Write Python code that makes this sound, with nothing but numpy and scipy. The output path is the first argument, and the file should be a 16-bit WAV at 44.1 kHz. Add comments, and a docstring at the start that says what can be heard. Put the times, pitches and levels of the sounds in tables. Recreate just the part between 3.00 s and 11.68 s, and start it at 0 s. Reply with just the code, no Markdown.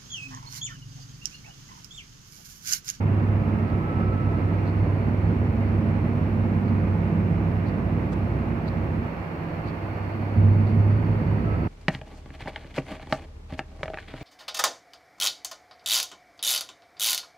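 """A heavy diesel engine drones near 100 Hz, heard from the driver's seat inside the cab. The drone, its weaker
orders and the driveline hums are wavering sine waves; rumble, tyre roar and hiss are coloured noise.
The bass drops for about a second when the throttle lifts, then comes back harder with a boom rising in pitch.
A breathy turbocharger whine is narrow noise, and a thin whistle that comes and goes is an unsteady sine.
Something in the dashboard ticks faintly once a second and the trim creaks once: short puffs of noise."""
import sys
import numpy as np
from scipy import signal
from scipy.fft import rfft, irfft
from scipy.io import wavfile

SR = 44100
rng = np.random.default_rng(int(sys.argv[2]) if len(sys.argv) > 2 else 0)


def store_pcm(level_fs):
    """Save levels as 16-bit WAV."""
    pcm = np.round(np.clip(level_fs, -1, 1) * 32767).astype(np.int16)
    wavfile.write(sys.argv[1], SR, np.atleast_2d(pcm).T)


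N = 382788
TIME = np.arange(N) / SR  # seconds
BIN_HZ = np.maximum(np.arange(N // 2 + 1) * SR / N, 1)  # frequency of each spectrum bin

# the throttle opens again at this moment
SURGE_S = 7.33


def undb(db):
    """Turn decibels into a gain."""
    return 10 ** (np.asarray(db) / 20)


def unit(x):
    """Scale to an rms (average strength) of 1."""
    return x / np.sqrt(np.mean(x ** 2))


def curves(rows):
    """Draw straight lines between the rows of a timed table: one curve over time per column."""
    seconds, *columns = np.transpose(rows)
    return [np.interp(TIME, seconds, column) for column in columns]


def over_hz(rows):
    """Join the rows of a frequency table with straight lines on a log frequency axis."""
    hz, value = np.transpose(rows)
    return np.interp(np.log(BIN_HZ), np.log(np.maximum(hz, 1)), value)


def colour(x, db):
    """Filter by a gain in dB at each frequency, then scale to rms 1."""
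    return unit(irfft(rfft(x) * undb(db), N))


def walk(rate):
    """Smooth random motion with changes up to about rate in Hz, scaled to rms 1."""
    smoothing = 1 + (BIN_HZ / rate) ** 4
    return unit(irfft(rfft(rng.standard_normal(N)) / smoothing, N))


def swell(s, width_s):
    """A bell-shaped rise and fall around a moment."""
    return np.exp(-((TIME - s) / width_s) ** 2)


def turn(hz):
    """Add up a frequency curve into a running phase in radians."""
    return 2 * np.pi * np.cumsum(hz) / SR


def tone(phase, db, waver_db, jitter, rate):
    """A sine near the given rms level; its strength (dB) and phase (radians) waver at random."""
    gain = np.sqrt(2) * undb(db + waver_db * walk(rate))
    return gain * np.sin(phase + jitter * walk(rate))


def cab_noise():
    """Noise arriving from all around at two microphone ports: alike in the bass, unlike in the treble."""
    # likeness of the two ports: (frequency [Hz], correlation [-1 to 1])
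    likeness = [(60, .99), (180, .98), (300, .88), (550, .65), (850, .4), (1300, -.25), (1550, -.35),
                (1900, -.2), (2500, .25), (3400, -.15), (4400, .1), (6000, 0)]
    alike = np.clip(over_hz(likeness), -.99, .995)
    mid, side = rfft(rng.standard_normal((2, N)))
    mid = mid * np.sqrt(1 + alike)
    side = side * np.sqrt(1 - alike)
    return irfft(np.array([mid + side, mid - side]), N)


def engine(phase, drone_db, load_db):
    """The main order booms in the cab; unequal cylinders add weaker, restless orders around it."""
    # weaker engine orders: (multiple of the main order [ratio], level before the load is added [dB])
    orders = [(4 / 6, -50), (5 / 6, -47.5), (7 / 6, -42), (8 / 6, -41.5), (9 / 6, -43.5), (10 / 6, -39.5),
              (2, -43.5), (14 / 6, -47.5), (3, -45.5)]
    drone = tone(phase, drone_db, waver_db=.9, jitter=.1, rate=12)
    weaker = sum(tone(ratio * phase, db + load_db, waver_db=2.5, jitter=0.7, rate=2.08)
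                 for ratio, db in orders)
    return drone + weaker


def driveline(phase):
    """Shafts and gears hum at multiples of the engine's speed, each in a slow swell, over one deep hum."""
    # deep hum under the drone: (time [s], pitch [Hz], level [dB])
    deep_hum = [(0, 60.52, -40), (3.5, 60.5, -38), (5.9, 64.1, -34.5), (8.68, 65, -44)]
    # hums geared to the engine:
    # (time of the top [s], half length [s], multiple of the main order [ratio], level at the top [dB])
    geared_hums = [(0.597, .6, 2.205, -33.5), (1.697, 1, 1.68, -37), (2.4, .7, .765, -34.5),
                   (2.349, 0.4, 2.385, -33), (3.101, 1.6, 2.214, -33.5), (3.453, .65, 2.41, -35),
                   (4.199, 1.2, 2.022, -33.5), (4.298, .35, 1.72, -28.5), (5.148, .4, 1.67, -31),
                   (5.402, .7, 2.405, -39.5), (6.5, .35, 1.675, -29.5), (7.551, .7, 2.215, -33)]
    deep_hz, deep_db = curves(deep_hum)
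    deep = tone(turn(deep_hz), deep_db, waver_db=2, jitter=.35, rate=6)
    geared = sum(swell(s, half_s) * tone(ratio * phase, db, waver_db=1.5, jitter=.3, rate=6)
                 for s, half_s, ratio, db in geared_hums)
    return deep + geared


def rumble(phase, load_db):
    """Floor and panels shake with the load, throbbing with the firings."""
    # colour of the rumble: (frequency [Hz], relative level [dB per Hz])
    spectrum = [(15, -34.5), (30, -22.5), (45, -5), (60, 2), (78, 7.5), (105, 7.5), (140, 4.5), (170, 7),
                (195, -0.5), (230, 4), (265, -2), (330, -0.5), (450, -8), (600, -13), (850, -30.5),
                (3000, -75)]
    throb = 1 + 0.19 * np.cos(phase)
    return colour(cab_noise() * throb, over_hz(spectrum)) * undb(-26.5 + load_db)


def road(phase):
    """Tyre roar rings the panels; diesel clatter pulses in it, and a thin hiss lies on top."""
    # colours of the roar and of the hiss: (frequency [Hz], relative level [dB per Hz])
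    roar_spectrum = [(60, -10), (120, -2), (330, -0.5), (430, -6.5), (560, -6.5), (1000, -7.5), (1400, -12),
                     (1750, -14), (2300, -16.5), (2700, -21), (3100, -29), (3500, -33.5), (5500, -42),
                     (8000, -54.5)]
    hiss_spectrum = [(2500, -13), (3700, -1.5), (4400, 6.5), (5200, 3), (7000, -0.5), (8200, 2),
                     (8650, 3.5), (9100, -3.5), (10500, -2.5), (12000, 2.5), (15500, 2)]
    # panel resonances rung by the tyres: (frequency [Hz], width [Hz], boost [dB])
    panels = [(515, 98, 2.5), (675.5, 16, 8), (740, 44, -0.5), (840, 59, 4), (1230, 46, 0.5)]
    panels_db = sum(db / (1 + (2 * (BIN_HZ - hz) / width) ** 2) for hz, width, db in panels)
    clatter = 1 + 0.067 * np.cos(phase)
    # the small cabin has many close modes, which ripple the spectrum
    ripple_db = np.interp(BIN_HZ, np.arange(0, SR // 2, 20), rng.standard_normal(SR // 40 + 1))
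    roar = colour(cab_noise() * clatter, over_hz(roar_spectrum) + panels_db + ripple_db)
    hiss = colour(cab_noise(), over_hz(hiss_spectrum))
    return roar * undb(-34.5 + 0.51 * walk(31)) + hiss * undb(-68 + .3 * walk(15))


def turbo():
    """The turbocharger's faint, breathy whine: a narrow band of noise around a moving pitch."""
    # course of the whine: (time [s], middle pitch [Hz], level [dB])
    whine = [(0, 3916, -79), (1.8, 4355, -69), (4.6, 4150, -74.5), (7, 4420, -66.5), (8.68, 4450, -66.5)]
    hz, db = curves(whine)
    phase = turn(hz)
    ports = [walk(220) * np.cos(phase) + walk(220) * np.sin(phase) for port in range(2)]
    return undb(db) * np.array(ports)


def whistle():
    """A thin unsteady whistle swells, holds and dies away, with a lower pitch when weak."""
    # whistles: (time of reaching full strength [s], attack [s], hold [s], level [dB])
    whistles = [(0.951, .45, .38, -41), (8.471, .07, 0.11, -44.5)]
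    release_s = 0.21
    full_hz, sag_hz = 1305, 34.93  # pitch at the strongest moment, and the most it can sag below that
    strength = 0
    for s, attack_s, hold_s, db in whistles:
        rise = np.maximum(s - TIME, 0) / attack_s
        fall = np.maximum(TIME - s - hold_s, 0) / release_s
        strength = strength + undb(db) * np.exp(-rise - fall)
    hz = full_hz - sag_hz * (1 - strength / strength.max()) ** 2
    phase = turn(hz) + .85 * walk(28)
    # the two ports hear it well out of step, 2.3 radians apart
    return np.sqrt(2) * strength * undb(2.2 * walk(22)) * np.sin([phase, phase + 2.3])


def rustles(events, spectrum, width_s):
    """Small soft contacts, each a brief, grainy swell of coloured noise."""
    strength = sum(undb(db) * swell(s, width_s) for s, db in events)
    grain = undb(2.9 * walk(90))
    return strength * grain * colour(cab_noise(), over_hz(spectrum))


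def dashboard_ticks():
    """Something in the dashboard ticks: a small contact about once a second."""
    # ticks: (time [s], level before the grain [dB])
    ticks = [(.685, -64), (1.68, -60), (2.675, -65), (3.685, -62.5), (4.685, -60), (5.68, -56.5),
             (6.68, -56.5), (7.685, -57.5)]
    # colour of a tick: (frequency [Hz], relative level [dB per Hz])
    spectrum = [(2500, -24), (3700, -2), (4500, 5), (5200, -11), (6500, -20.5), (12000, -30)]
    return rustles(ticks, spectrum, width_s=.024)


def trim_creak():
    """The trim gives one short creak, a contact with a brighter colour than the ticks."""
    # creak: (time [s], level before the grain [dB])
    creaks = [(5.128, -54.5)]
    # colour of the creak: (frequency [Hz], relative level [dB per Hz])
    spectrum = [(1500, -11), (3500, 6), (6500, -2), (8500, -5), (10000, -12), (15000, -23)]
    return rustles(creaks, spectrum, width_s=0.013)


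def surge():
    """The opened throttle booms: a quick attack, a steady climb in pitch, a fade, and a growl an octave below."""
    attack_s, hold_s, fade_db_per_s = 0.065, 0.46, 16
    start_hz, climb_hz_per_s = 99.8, 6.33
    age = np.maximum(TIME - SURGE_S, 0)
    boom_db = -20 - fade_db_per_s * np.maximum(age - hold_s, 0)
    phase = turn(start_hz + climb_hz_per_s * age)
    boom = tone(phase, boom_db, waver_db=.9, jitter=.1, rate=12)
    growl = tone(phase / 2, -42, waver_db=1.5, jitter=.3, rate=6)
    return (boom + growl) * np.minimum(age / attack_s, 1)


def scene():
    """Add up the cab's sounds; engine speed and load steer several of them together."""
    # main engine order: (time [s], pitch [Hz])
    speed = [(0, 101), (.9, 97.8), (2.7, 99.4), (4.2, 98), (6.15, 96.2), (7.2, 100.2), (7.8, 99.6),
             (8.68, 101.5)]
    # strength of the drone before the lull: (time [s], level [dB])
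    drone_level = [(0, -23), (.55, -25.5), (.8, -28.5), (1.5, -24.5), (4.1, -26.3), (5.1, -31.5),
                   (6.1, -35.5), (6.7, -28), (7.3, -21.5), (7.6, -36), (8.68, -28.5)]
    # the booming stops short and swells back: (time [s], share of the lull [0 to 1])
    lull = [(6.066, 0), (6.074, 1), (7.335, 1), (7.385, 0)]
    phase = turn(curves(speed)[0])
    drone_db = curves(drone_level)[0]
    # the cab shakes a little harder as the drone grows, and harder again once the throttle is open
    load_db = -1 + 0.14 * (drone_db - drone_db.mean()) + 1.9 * (TIME > SURGE_S)
    bass = engine(phase, drone_db, load_db) + driveline(phase) + rumble(phase, load_db) + surge()
    # the lull takes only what comes through the cab's frame; airborne noise carries on
    lull_gain = undb(-8.5 * curves(lull)[0])
    airborne = road(phase) + turbo() + whistle()
    return bass * lull_gain + airborne + dashboard_ticks() + trim_creak()


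def record(dry):
    """Two microphone ports differ in colour and timing; a steep low-pass cuts off the top."""
    # level of the left port over the right: (frequency [Hz], difference [dB])
    balance = [(60, -3.7), (130, -2), (240, -5.5), (330, -3), (500, -1.7), (1300, -3), (1750, -4),
               (2200, -6.5), (2800, 3.7), (3600, 2.5), (4400, -2), (8000, -1.3), (8800, 3.3), (15000, .5)]
    # how far the left port leads the right: (frequency [Hz], phase [rad])
    lead = [(50, .18), (280, .1), (420, .45), (900, .5), (1500, 0)]
    top_hz = 15700
    ends = np.clip(np.minimum(TIME, TIME[-1] - TIME) / .006, 0, 1)  # 6 ms fades
    # each port takes half of the difference, in opposite directions
    half = np.sqrt(undb(over_hz(balance)) * np.exp(1j * over_hz(lead)))
    ports = irfft(rfft(dry * ends) * np.array([half, 1 / half]), N)
    return signal.sosfilt(signal.ellip(10, .1, 80, top_hz, fs=SR, output="sos"), ports)


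dry = scene()
out = record(dry)
store_pcm(out)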